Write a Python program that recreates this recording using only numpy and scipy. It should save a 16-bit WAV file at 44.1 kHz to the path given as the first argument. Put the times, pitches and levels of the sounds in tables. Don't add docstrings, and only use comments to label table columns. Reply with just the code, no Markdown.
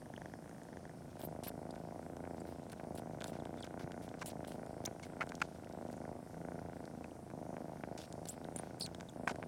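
import sys
import numpy as np
from scipy import signal
from scipy.fft import rfft, irfft, next_fast_len
from scipy.io import wavfile
from scipy.ndimage import uniform_filter1d

SR = 44100
rng = np.random.default_rng(int(sys.argv[2]) if len(sys.argv) > 2 else 0)


def store_pcm(level_fs):
    pcm = np.round(np.clip(level_fs, -1, 1) * 32767).astype(np.int16)
    wavfile.write(sys.argv[1], SR, np.atleast_2d(pcm).T)


def attenuation_scalar(level_db):
    decades = np.asarray(level_db, float) / 20
    return 10 ** decades


N = 417627


def rms_one(x):
    return x / np.sqrt(np.mean(x ** 2) + 1e-20)


def resonate(x, hz, width_hz):
    r = np.exp(-np.pi * width_hz / SR)
    poles = [1, -2 * r * np.cos(2 * np.pi * hz / SR), r * r]
    return signal.lfilter([(1 - r * r) / 2, 0, (r * r - 1) / 2], poles, x)


def band(x, low, high):
    return signal.sosfilt(signal.butter(2, [low, high], "band", fs=SR, output="sos"), x)


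def impulses(s, sizes):
    at = np.round(np.asarray(s) * SR).astype(int)
    inside = (at >= 0) & (at < N)
    return np.bincount(at[inside], np.asarray(sizes)[inside], N) + 1e-18


# pitch_hz, level_db (per Hz)
HUM = [(20, -85), (40, -10), (80, -7), (160, -2.5), (350, -8.5), (420, -16.5), (670, -14.5), (1160, -24.5),
       (1500, -28), (1800, -30.5), (2700, -35.5), (4100, -37.5), (5500, -33), (7200, -37), (9500, -32),
       (10300, -39.5), (13000, -43), (16000, -49.5)]
HUM_FLICKER_HZ = [2500, 4200, 5600, 7200, 8800, 10400, 12200, 14000, 16000]


def hum():
    hum_db, flicker_db, step = -55, 1.6, 4096
    hz, db = np.transpose(HUM)
    grid = np.linspace(1, SR / 2, N // 2 + 1)
    coloured = rfft(rng.standard_normal(N)) * attenuation_scalar(np.interp(np.log(grid), np.log(hz), db))
    part = np.searchsorted(HUM_FLICKER_HZ, grid)
    sway_db = rng.standard_normal((len(HUM_FLICKER_HZ) + 1, N // step + 2)) * flicker_db
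    sway_db[0] = 0
    total = 0
    for k, row in enumerate(sway_db):
        noise = irfft(coloured * (part == k), next_fast_len(N))[:N]
        total = total + noise * attenuation_scalar(np.interp(np.arange(N) / step, np.arange(len(row)), row))
    return attenuation_scalar(hum_db) * rms_one(total)


# start_s, purr_cycles, mid_breath_lateness_ms, late_then_early_sway_ms,
# first_pulse_lead_ms, airflow (1 out, -1 in, 0 held)
BREATHS = [(-0.0514, 9, 3.2, 0.7, 13.7, 1), (0.2851, 24, -4.2, 1.9, 13.5, -1),
           (1.1317, 24, 11.6, -0.7, 13.3, 1), (2.0305, 21, -1.5, -1.1, 11.8, -1),
           (2.7743, 15, 0.1, -1.5, 13.2, 1), (3.3341, 9, 2.5, -1.3, 13.8, 0),
           (3.6417, 18, -4.3, 1.5, 11.2, -1), (4.2568, 21, 5.8, -0.9, 13.6, 1),
           (5.0348, 15, -6.7, -0.4, 11.6, -1), (5.5625, 18, 1.0, -1.6, 12.8, 1),
           (6.2409, 18, -2.8, 0.7, 11.3, -1), (6.8789, 12, -0.3, -0.0, 12.8, 0),
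           (7.3134, 27, 2.1, -1.2, 12.8, 1), (8.3431, 15, 0.4, -1.4, 12.0, -1),
           (8.8913, 6, 1.4, 0.3, 12.5, 0), (9.1011, 12, -4.4, 0.1, 12.5, 1)]
BREATH_DB = [-48, -45.5, -37, -36.5, -36.5, -36.5, -38, -37.5, -38.5, -35.5, -36.5, -40.5, -37, -38, -41.5,
             -37]
# centre_s, change_db, half_length_s
FALTERS = [(1.48, -3.5, 0.1), (1.797, -3.5, 0.074), (5, -5, 0.054), (5.666, -6.5, 0.1), (5.96, -3.5, 0.075),
           (6.253, -4.5, 0.12), (7.21, -4.5, 0.094), (7.794, -7.5, 0.05), (8.075, -8.5, 0.063),
           (8.305, -3.5, 0.059), (9.12, -8, 0.034)]


def breathing():
    last_breath_end_s, turn_db = 9.5524, -41
    swell_s, fade_s = {1: 0.093, -1: 0.3, 0: 0.085}, {1: 0.093, -1: 0.51, 0: 0.11}
    start, cycles, late_ms, sway_ms, lead_ms, flow = np.transpose(BREATHS)
    end = np.append(start[1:], last_breath_end_s)
    k = np.repeat(np.arange(len(start)), cycles.astype(int))
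    part = (np.arange(len(k)) - (np.cumsum(cycles) - cycles)[k]) / cycles[k]
    when = start[k] + part * (end - start)[k]
    when += late_ms[k] / 1000 * 4 * part * (1 - part)
    when += sway_ms[k] / 1000 * np.sin(2 * np.pi * part)
    corners = []
    for s, e, f, db, before_db in zip(start, end, flow, BREATH_DB, [BREATH_DB[0]] + BREATH_DB):
        if f != 0:
            corners.append((s, min(turn_db, db, before_db)))
        corners += [(s + swell_s[f], db), (e - fade_s[f], db)]
    db = np.interp(when, *np.transpose(sorted(corners)))
    db += sum(change_db * np.exp(-((when - s) / half_s) ** 2) for s, change_db, half_s in FALTERS)
    return when, uniform_filter1d(lead_ms[k], size=3), db, flow[k] > 0


# pitch_hz, width_hz, first_pulse_db,
# second_pulse_breathing_in_db, second_cat_db, second_pulse_breathing_out_db
THROAT = [(110.5, 124, 8, 0, -7, -0.5), (290, 412, 7, 3.5, -6.5, 3.5), (652, 160, 3, -3, -10, 6.5),
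          (918, 480, -14, -7, -12.5, -4), (1448, 152, -13.5, 9.5, -15, 0), (2150, 480, -33, -0.5, -19.5, 0),
          (3300, 210, -46, -57, -23, 0), (6100, 500, -60, -60, -22, 0)]


def through_throat(clicks, rows, column, lag_hz, top_hz, count, chest_ms=0):
    signs = (-1, 1, 1, -1, 1, -1, 1, -1)
    out = 0
    for k in rows:
        delay = round(chest_ms * SR / 1000) if k < 2 else 0
        out = out + signs[k] * attenuation_scalar(THROAT[k][column]) * resonate(np.arange(4096) == delay, *THROAT[k][:2])
    a = (1 - np.tan(np.pi * lag_hz / SR)) / (1 + np.tan(np.pi * lag_hz / SR))
    for _ in range(count):
        out = signal.lfilter([-a, 1], [1, -a], out)
    out = signal.sosfilt(signal.butter(4, top_hz, fs=SR, output="sos"), out)
    return signal.oaconvolve(clicks, out / np.abs(out).max())[:N]


# time_s, first_over_second_pulse_db, rasp_level_db
LARYNX = [(0.05, -11, -62), (0.25, -6, -61), (0.45, -12.5, -52.5), (0.65, 4, -60), (0.85, 4, -56),
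          (1.05, 2, -56), (1.25, 2, -50.5), (1.45, 9, -55), (1.65, 3.5, -52.5), (1.85, 4, -53.5),
          (2.05, -9, -49.5), (2.25, -8, -48), (2.45, -6.5, -49.5), (2.65, -2, -56), (2.85, 4.5, -55),
          (3.05, 4.5, -51), (3.25, 0, -45), (3.45, 7, -51.5), (3.65, -9, -47), (3.85, -3, -48.5),
          (4.05, -5, -50), (4.25, 0, -58), (4.45, 5.5, -48), (4.65, -1.5, -47), (4.85, 11.5, -54.5),
          (5.05, -3, -49.5), (5.25, -5, -46), (5.45, -1, -57), (5.65, 5, -49.5), (5.85, 3, -50.5),
          (6.05, 2.5, -48), (6.25, 9.5, -54.3), (6.45, -7.2, -48), (6.65, 3, -48.5), (6.85, -3, -48.5),
          (7.05, 5, -59), (7.25, 5, -64), (7.45, 4.5, -52), (7.65, 0.5, -51), (7.85, 11, -50.0),
          (8.05, 1.2, -51), (8.25, 4.5, -55), (8.45, -6.5, -49.6), (8.65, -8, -47), (8.85, 4.5, -55),
          (9.05, 2, -57.5), (9.25, 8.5, -50), (9.45, -3, -59)]


def purr():
    blown_chest_ms = 1.2
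    breathy_db, breathy_s = -28.5, 0.0031
    knock_db, knock_spread_db = -15.5, 2
    when, lead_ms, db, outward = breathing()
    chance = rng.standard_normal((len(when), 11))
    s, balance_db, rasp_db = np.transpose(LARYNX)
    balance_db, rasp_db = np.interp(when, s, balance_db), np.interp(when, s, rasp_db)
    second = when - .0025 + 0.00042 * chance[:, 0]
    first = second - lead_ms / 1000 + 0.00048 * chance[:, 1]
    first_size, second_size, rasp_size = attenuation_scalar(db + balance_db / 2), attenuation_scalar(db - balance_db / 2), attenuation_scalar(rasp_db)

    dull = impulses(first, first_size * attenuation_scalar(1.1 * chance[:, 2]))
    dull += impulses(second + .011 + 0.00187 * chance[:, 4], second_size * attenuation_scalar(-16.5 + 3.4 * chance[:, 5]))
    second_size = second_size * attenuation_scalar(1.1 * chance[:, 3])
    drawn = impulses(second, second_size * ~outward)
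    drawn += impulses(first + 0.00604 + 0.00197 * chance[:, 6], first_size * attenuation_scalar(-12.5 + 5.9 * chance[:, 7]))
    blown = impulses(second + 0.0004, -second_size * outward)

    rasp_size = rasp_size * attenuation_scalar(1.5 * chance[:, 8] + .8 * chance[:, 3])
    rasp = impulses(second - .0003, rasp_size * np.where(outward, -1, 1))
    puff = signal.lfilter([1], [1, -np.exp(-1 / (breathy_s * SR))], np.abs(rasp))
    rasp += attenuation_scalar(breathy_db) * puff * rng.standard_normal(N)
    rasp += impulses(first, first_size * attenuation_scalar(-27.5 + 6.2 * chance[:, 9]))
    rattle = (rng.random(N) < 150.0 / SR) * attenuation_scalar(-18 + 3.5 * rng.standard_normal(N)) * rng.choice([-1, 1], N)
    rasp += rattle * attenuation_scalar(np.interp(np.arange(N) / SR, when, rasp_db))

    knock = impulses(first, first_size * attenuation_scalar(knock_db) * chance[:, 10])
    knock_size = second_size * attenuation_scalar(knock_db + knock_spread_db * chance[:, 9])
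    knock += impulses(second, knock_size * np.sign(chance[:, 7]))
    return (through_throat(knock, range(2, 4), column=3, lag_hz=704, top_hz=954, count=4)
            + through_throat(dull, range(4), column=2, lag_hz=590, top_hz=805, count=6)
            + through_throat(drawn, range(4), column=3, lag_hz=636, top_hz=830, count=6)
            + through_throat(blown, range(4), column=5, lag_hz=618, top_hz=806, count=6, chest_ms=blown_chest_ms)
            + through_throat(rasp, range(4, 6), column=3, lag_hz=880, top_hz=2580, count=1))


# start_s, pulses, period_ms, level_db
OTHER_CAT = [(0.018, 9, 39.9, -36), (0.407, 9, 34.9, -44), (0.729, 5, 41.3, -35)]
# time_s, change_db
OTHER_UNEVEN = [(0.018, -5), (0.058, -5.5), (0.098, -23), (0.297, -11), (0.407, -18), (0.547, -1),
                (0.582, 1), (0.652, -6), (0.770, 2.5), (0.812, -21), (0.853, -2), (0.894, -5)]


def other_cat():
    swell_db, swell_s, buzz_db = -5.5, 0.1, -14.5
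    nasal_hz, nasal_width_hz, nasal_db = 1650, 530, -7
    rows = []
    for start, count, period_ms, level_db in OTHER_CAT:
        for t in np.arange(count) * period_ms / 1000:
            rows.append((start + t, level_db + swell_db * np.exp(-t / swell_s)))
    s, db = np.transpose(rows)
    at, change_db = np.transpose(OTHER_UNEVEN)
    db += (np.abs(s[:, None] - at) < .01) @ change_db
    pulses = impulses(s, attenuation_scalar(db + 0.92 * rng.standard_normal(len(s))))
    buzz = through_throat(pulses, range(6, 8), column=4, lag_hz=920, top_hz=6900, count=4)
    buzz = sum(resonate(buzz, hz, 3.3 * width_hz) for hz, width_hz, *_ in THROAT[6:])
    nasal = resonate(band(pulses, 1240, 2070), nasal_hz, nasal_width_hz)
    nasal = resonate(nasal, nasal_hz, 2 * nasal_width_hz) * attenuation_scalar(nasal_db) * SR / (2 * nasal_width_hz)
    voice = through_throat(pulses, range(4), column=4, lag_hz=905, top_hz=1290, count=4)
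    return voice + nasal + attenuation_scalar(buzz_db) * buzz


# pitch_hz, width_hz, level_db
MOUTH = [(600, 200, -2.5), (960, 325, 0), (1555, 180, 1.5), (2230, 460, -4.5)]


def mouth(x):
    rings = sum((-1) ** k * attenuation_scalar(db) * resonate(x, hz, width_hz) for k, (hz, width_hz, db) in enumerate(MOUTH))
    return band(rings, 380, 3400)


# time_s, level_db (spit and bubble), bubble_pitch_hz, cavity_peak_db
CLICKS = [(0.494, -48, 5930, -49), (0.634, -46, 7500, -64), (0.737, -65, 2600, -55),
          (1.1925, -57, 2600, -52), (1.203, -50, 4170, -56), (1.2055, -47, 8700, -68),
          (1.216, -40, 3380, -52), (1.2235, -58, 2700, -54), (1.238, -45, 12800, -46),
          (1.4355, -36, 8400, -44), (1.493, -39, 8460, -50), (1.7076, -42, 4230, -60),
          (1.7503, -50, 4000, -61), (1.757, -47, 4450, -48), (1.761, -63, 2600, -46),
          (2.167, -45, 6100, -63), (2.2524, -62, 2870, -42), (2.4697, -56, 4500, -51),
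          (2.638, -52, 4900, -68), (2.698, -43, 9000, -53), (2.701, -47, 9100, -55),
          (2.731, -40.5, 2800, -42), (2.798, -69, 2700, -40), (2.804, -55, 2800, -48),
          (2.839, -53, 4000, -48), (3.2062, -39, 3420, -58), (3.212, -40, 3440, -36.5),
          (3.2198, -38, 3600, -39), (3.2423, -27.5, 3620, -33.5), (3.28, -38, 5760, -57),
          (3.4534, -41.5, 3500, -43), (3.640, -60, 2600, -59), (3.642, -46, 9000, -54),
          (3.6445, -37, 4940, -54), (3.667, -44, 3190, -47), (3.7965, -47, 3260, -43),
          (3.919, -39, 3760, -43), (4.0904, -42, 3460, -49), (4.1408, -59, 2600, -39.5),
          (4.2183, -60, 3330, -43), (4.261, -33, 9540, -59), (4.448, -41.5, 3480, -41),
          (4.478, -46, 7790, -53), (4.52, -40.5, 3160, -51), (4.663, -45, 8340, -53),
          (4.839, -52, 6040, -48), (4.874, -52, 4300, -39.5), (4.878, -46, 3300, -41),
          (4.997, -43, 2650, -44), (5.2237, -49, 5300, -45), (5.229, -49, 5300, -35),
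          (5.229, -46, 3200, -44), (5.267, -45, 8600, -58), (5.292, -38, 6100, -48),
          (5.3198, -45, 2600, -31.5), (5.353, -35.5, 5700, -57), (5.4173, -32, 3240, -31),
          (5.405, -62, 2600, -42), (5.6454, -45, 2800, -64), (5.692, -51, 5600, -66),
          (5.7255, -46.5, 5340, -62), (5.870, -53, 4600, -66), (5.882, -49, 3100, -64),
          (5.928, -46, 4850, -58), (6.5954, -53, 5100, -66), (6.854, -45, 4500, -53),
          (7.0429, -54, 6800, -41), (7.3013, -51, 2640, -43), (7.312, -62, 2600, -48),
          (7.567, -65, 2580, -37.5), (7.837, -64, 2700, -33), (7.977, -39, 8050, -52),
          (8.016, -36.5, 3520, -47), (8.1258, -36.5, 6500, -49), (8.255, -36, 7980, -62),
          (8.2866, -29, 7400, -63), (8.4443, -45.5, 3820, -63), (8.5784, -44, 9750, -57),
          (8.5884, -35, 9140, -44), (8.8135, -33, 4020, -60), (8.862, -31, 5470, -59),
          (8.8676, -50, 3000, -53), (8.873, -54, 2700, -46), (8.9472, -36, 3700, -41.5),
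          (9.0005, -44, 3700, -46), (9.0084, -38.5, 3680, -37), (9.273, -43, 2610, -36),
          (9.2755, -31, 2520, -18.5), (9.2886, -34, 2600, -37), (9.3576, -41, 2600, -37.5),
          (9.4273, -61, 2600, -31.5), (9.437, -62, 2730, -42)]


def clicks():
    s, db, hz, cavity_db = np.transpose(CLICKS)
    knock = mouth(np.arange(400) == 0)
    out = mouth(impulses(s, attenuation_scalar(cavity_db))) / np.abs(knock).max()
    t = np.arange(200) / SR
    spits = rng.standard_normal((len(s), len(t))) * np.exp(-t / 0.0011) * np.minimum(t / 0.00032, 1)
    for i, size, f, spit in zip(np.round(s * SR).astype(int), attenuation_scalar(db), hz, spits):
        noise = .75 * band(spit, 3000, 8000) + .35 * band(spit, .75 * f, 1.3 * f)
        bubble = np.sin(2 * np.pi * f * t) * np.exp(-t * f / 2.2)
        out[i:i + len(t)] += size * (noise + .6 * bubble)
    tiny = (rng.random(N) < 45.0 / SR) * attenuation_scalar(-53 + 4.0 * rng.standard_normal(N))
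    return out + band(tiny, 2500, 6000)


# start_s, length_ms, start_pitch_hz, end_pitch_hz, level_db
SQUEAKS = [(0.163, 2.3, 3220, 3020, -47.5), (1.237, 5, 8460, 8900, -54), (1.241, 9, 9800, 14000, -55),
           (1.249, 5.4, 13500, 11800, -43), (1.254, 6, 13800, 14600, -49), (1.259, 10, 13800, 11000, -57),
           (1.478, 10, 11300, 14000, -41), (1.709, 5.5, 5200, 4620, -56), (2.400, 11, 4680, 4840, -64),
           (2.401, 4, 7300, 9200, -57), (2.404, 4, 9000, 6800, -62), (2.407, 4, 7700, 7500, -60),
           (3.581, 5.7, 3450, 3570, -60), (3.588, 19, 3900, 3300, -63), (3.604, 5, 4280, 4900, -59),
           (3.396, 12, 4430, 3200, -61), (3.6035, 4.6, 7500, 9200, -54), (3.6248, 3.8, 6040, 3450, -47.5),
           (3.6306, 5.8, 3800, 3040, -46), (4.853, 3.9, 3300, 4200, -44.5), (4.852, 2.2, 6100, 5800, -44),
           (4.8575, 3.9, 4600, 6740, -35), (4.8598, 3.4, 6830, 6250, -35.5), (4.862, 2.1, 7800, 6560, -41),
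           (4.855, 7, 9800, 9700, -52), (5.03, 14, 2260, 2140, -51.5), (5.031, 8.3, 4570, 4250, -59),
           (5.964, 10, 10700, 6100, -62), (7.0422, 3.5, 2750, 2330, -46.5), (7.110, 2.7, 3600, 2500, -59),
           (8.290, 17, 6930, 8640, -42.5), (8.305, 6.3, 10100, 12600, -53), (8.318, 5.8, 8400, 10900, -52),
           (8.561, 3, 6930, 10000, -35.5), (8.564, 7.9, 9900, 9550, -44), (8.584, 17.5, 9000, 9700, -46.5),
           (8.8081, 6, 5300, 3950, -36.5), (8.818, 3, 5700, 4900, -40), (8.8205, 8.5, 4850, 4300, -37),
           (8.8286, 2.5, 5000, 5100, -41), (8.8312, 4.6, 4700, 3900, -39), (8.8348, 26, 5350, 4050, -45),
           (8.8621, 5, 5600, 3000, -53), (8.8505, 3, 6850, 6800, -51), (9.086, 9.5, 4030, 3300, -53.5),
           (9.094, 6.3, 6030, 9000, -55.5), (9.253, 18, 7200, 9140, -66)]
SMACKS = [(5.2072, 5.1, 1110, 1360, -32.5), (5.2123, 10, 1235, 1480, -33), (5.4169, 4.7, 1700, 1270, -25),
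          (5.421, 4.7, 1470, 1310, -32), (9.2962, 5.9, 750, 1500, -47)]


def squeaks():
    reedy_hz, reedy_db, thin_db = (3800, 5000), -6, -21.5
    smack_top_hz, smack_ratio, smack_db = 2000, 1.65, -7
    fall_bend = 1.45
    out = np.zeros(N)
    waver = rms_one(band(rng.standard_normal(N), 76, 840))
    for s, ms, start_hz, end_hz, db in SQUEAKS + SMACKS:
        reedy = reedy_hz[0] < (start_hz + end_hz) / 2 < reedy_hz[1]
        ratio, overtone_db = 2, reedy_db if reedy else thin_db
        if start_hz < smack_top_hz:
            ratio, overtone_db = smack_ratio, smack_db
        i, n = round(s * SR), round(ms * SR / 1000)
        gone = 1 - np.linspace(1, 0, n) ** (fall_bend if end_hz < start_hz else 1)
        pitch = start_hz * (end_hz / start_hz) ** gone * (1 + .012 * waver[i:i + n])
        phase = 2 * np.pi * np.cumsum(pitch) / SR
        shape = np.sin(np.linspace(0, np.pi, n)) ** 0.4 * attenuation_scalar(db + 1.5 * waver[i + n:i + 2 * n])
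        overtone = attenuation_scalar(overtone_db) * np.sin(ratio * phase) * (pitch < SR / 5)
        out[i:i + n] += shape * (np.sin(phase) + overtone)
    return out


# start_s, length_ms, mouth_cavity_db, low_fizz_db, high_fizz_db
SUCKS = [(1.192, 20, -65, -63.5, -62), (1.225, 35, -75, -62.5, -61), (1.437, 27.5, -87, -53.5, -53.5),
         (1.468, 30, -56, -54.5, -53.5), (2.47, 66, -75, -70, -70), (2.718, 14, -63, -60.5, -58.5),
         (2.95, 19, -80, -66, -59), (2.975, 22, -67, -57, -56), (3.236, 36, -69, -63, -63),
         (3.269, 39, -75, -62, -59.5), (3.33, 49, -61, -66.5, -76), (3.57, 30, -62, -70, -80),
         (3.643, 13, -54.5, -63, -71), (3.793, 49, -61, -62.5, -70), (4.02, 48, -67, -65, -66),
         (4.191, 23, -72, -64, -75), (4.213, 17.6, -44, -53, -84), (4.259, 36, -67, -56, -49),
         (4.298, 20, -64, -57, -64), (4.475, 11, -69, -57, -54.5), (4.487, 73, -76, -66, -65),
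         (4.852, 8.1, -57, -49, -46), (4.861, 14, -55, -73, -74), (5.027, 25, -67, -59.5, -89),
         (5.05, 22, -70, -66, -68), (5.207, 17.8, -37, -58, -70), (5.223, 16, -61, -64, -78),
         (5.291, 9, -62, -58, -78), (5.398, 11, -72, -61, -69), (5.415, 10.6, -36, -46, -72),
         (5.43, 39, -78, -66, -84), (5.911, 26, -78, -70, -65), (7.978, 15, -57, -53.5, -84),
         (7.995, 65, -75, -59.5, -68), (8.255, 4, -54.5, -51, -64), (8.273, 12, -74, -57.5, -56),
         (8.289, 6.9, -73, -77, -45), (8.298, 51, -80, -63, -63), (8.56, 3.2, -53, -54.5, -48),
         (8.565, 140, -69, -70, -77), (8.797, 18, -76, -58, -51.5), (8.86, 10, -61, -54, -60),
         (9.276, 2.8, -31.5, -63, -69), (9.28, 3, -42, -45, -68), (9.293, 10.5, -39.5, -53, -79),
         (9.305, 16, -51, -55.5, -82)]
# start_s, length_ms, level_db
HISSES = [(1.2, 75, -65), (2.46, 84, -79), (4.851, 13, -57), (5.416, 10, -65), (8.817, 29, -64),
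          (9.276, 9.5, -70)]
# low_edge_hz, high_edge_hz
FIZZ_HZ = [(2600, 7300), (6700, 11400), (10600, 15500)]


def sucks():
    top_fizz_db = -9.5
    faint_count, faint_span_s, faint_ms = 12, (.8, 6.0), 25
    faint_db = (-76, -73, -80)
    strokes = []
    for a, b, c in rng.random((faint_count, 3)):
        levels = np.add(faint_db, 6.0 * (c - .5))
        strokes.append((np.interp(a, [0, 1], faint_span_s), faint_ms * (.5 + b), *levels))
    strokes = [(*row, row[-1] + top_fizz_db) for row in strokes + SUCKS]
    strokes += [(s, ms, -np.inf, -np.inf, -np.inf, db) for s, ms, db in HISSES]
    gates = np.zeros((4, N))
    for s, ms, *levels in strokes:
        i, n = round(s * SR), round(ms * SR / 1000)
        gates[:, i:i + n] += attenuation_scalar(np.array(levels))[:, None] * np.geomspace(1.3, .7, n)
    gates = uniform_filter1d(gates, size=60, axis=1)
    sizes = attenuation_scalar(0.6 * np.minimum(rng.exponential(1, (2, N)), 4)) * rng.choice([-1, 1], (2, N))
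    pops, fizz = sizes * (rng.random((2, N)) < np.array([[1500], [3000]]) / SR)
    fizz = rms_one(fizz) + .5 * rng.standard_normal(N)
    out = mouth(pops * gates[0]) / np.std(mouth(pops))
    for gate, edges in zip(gates[1:], FIZZ_HZ):
        out += band(fizz * gate, *edges) / np.std(band(fizz, *edges))
    return out


def paw():
    s, db, hz, decay_s = 3.8405, -36, 140, 0.012
    t = np.maximum(np.arange(N) / SR - s, 0)
    return attenuation_scalar(db) * np.sin(2 * np.pi * hz * t) * np.exp(-t / decay_s)


def room(x):
    t60_s, wall_cut_hz = 0.12, 2800
    size = next_fast_len(N + SR)
    turn = np.exp(-2j * np.pi * np.arange(size // 2 + 1) / size)
    dull = np.exp(-2 * np.pi * wall_cut_hz / SR)
    echo = 0
    for k, lag in enumerate((rng.uniform(0.0073, 0.038, 10) * SR).astype(int)):
        loop = attenuation_scalar(-60 * lag / SR / t60_s) * (1 - dull) / (1 - dull * turn) * turn ** lag
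        echo = echo + (-1) ** k * loop / (1 - loop)
    return irfft(rfft(x, size) * echo, size)[:N]


# pitch_hz, width_hz, depth (0 to 1)
NARROW_DIPS = [(399.3, 20, 0.83), (817, 33, 0.44)]
# pitch_hz, width_hz, level_db (against the air)
LOW_RINGS = [(83.5, 5, -7), (164.5, 9, -6.5), (241, 18, -6.5), (118, 10, -11)]


def low_rings_and_dips(air):
    air = air - sum(depth * resonate(air, hz, width_hz) for hz, width_hz, depth in NARROW_DIPS)
    return air + sum(attenuation_scalar(db) * resonate(air, hz, width_hz) for hz, width_hz, db in LOW_RINGS)


def scene():
    room_db, lips_room_db = -25.5, -10
    body = purr() + other_cat() + paw()
    lips = clicks() + squeaks() + sucks()
    echoes = attenuation_scalar(room_db) * room(body + attenuation_scalar(lips_room_db) * lips)
    return low_rings_and_dips(body + lips + echoes + hum())[None]


def band_limit(x):
    return signal.sosfilt(signal.butter(12, 16480, fs=SR, output="sos"), x)


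def record(dry):
    mix = signal.sosfilt(signal.butter(2, 40, "high", fs=SR, output="sos"), dry)
    return band_limit(mix)


dry = scene()
out = record(dry)
store_pcm(out)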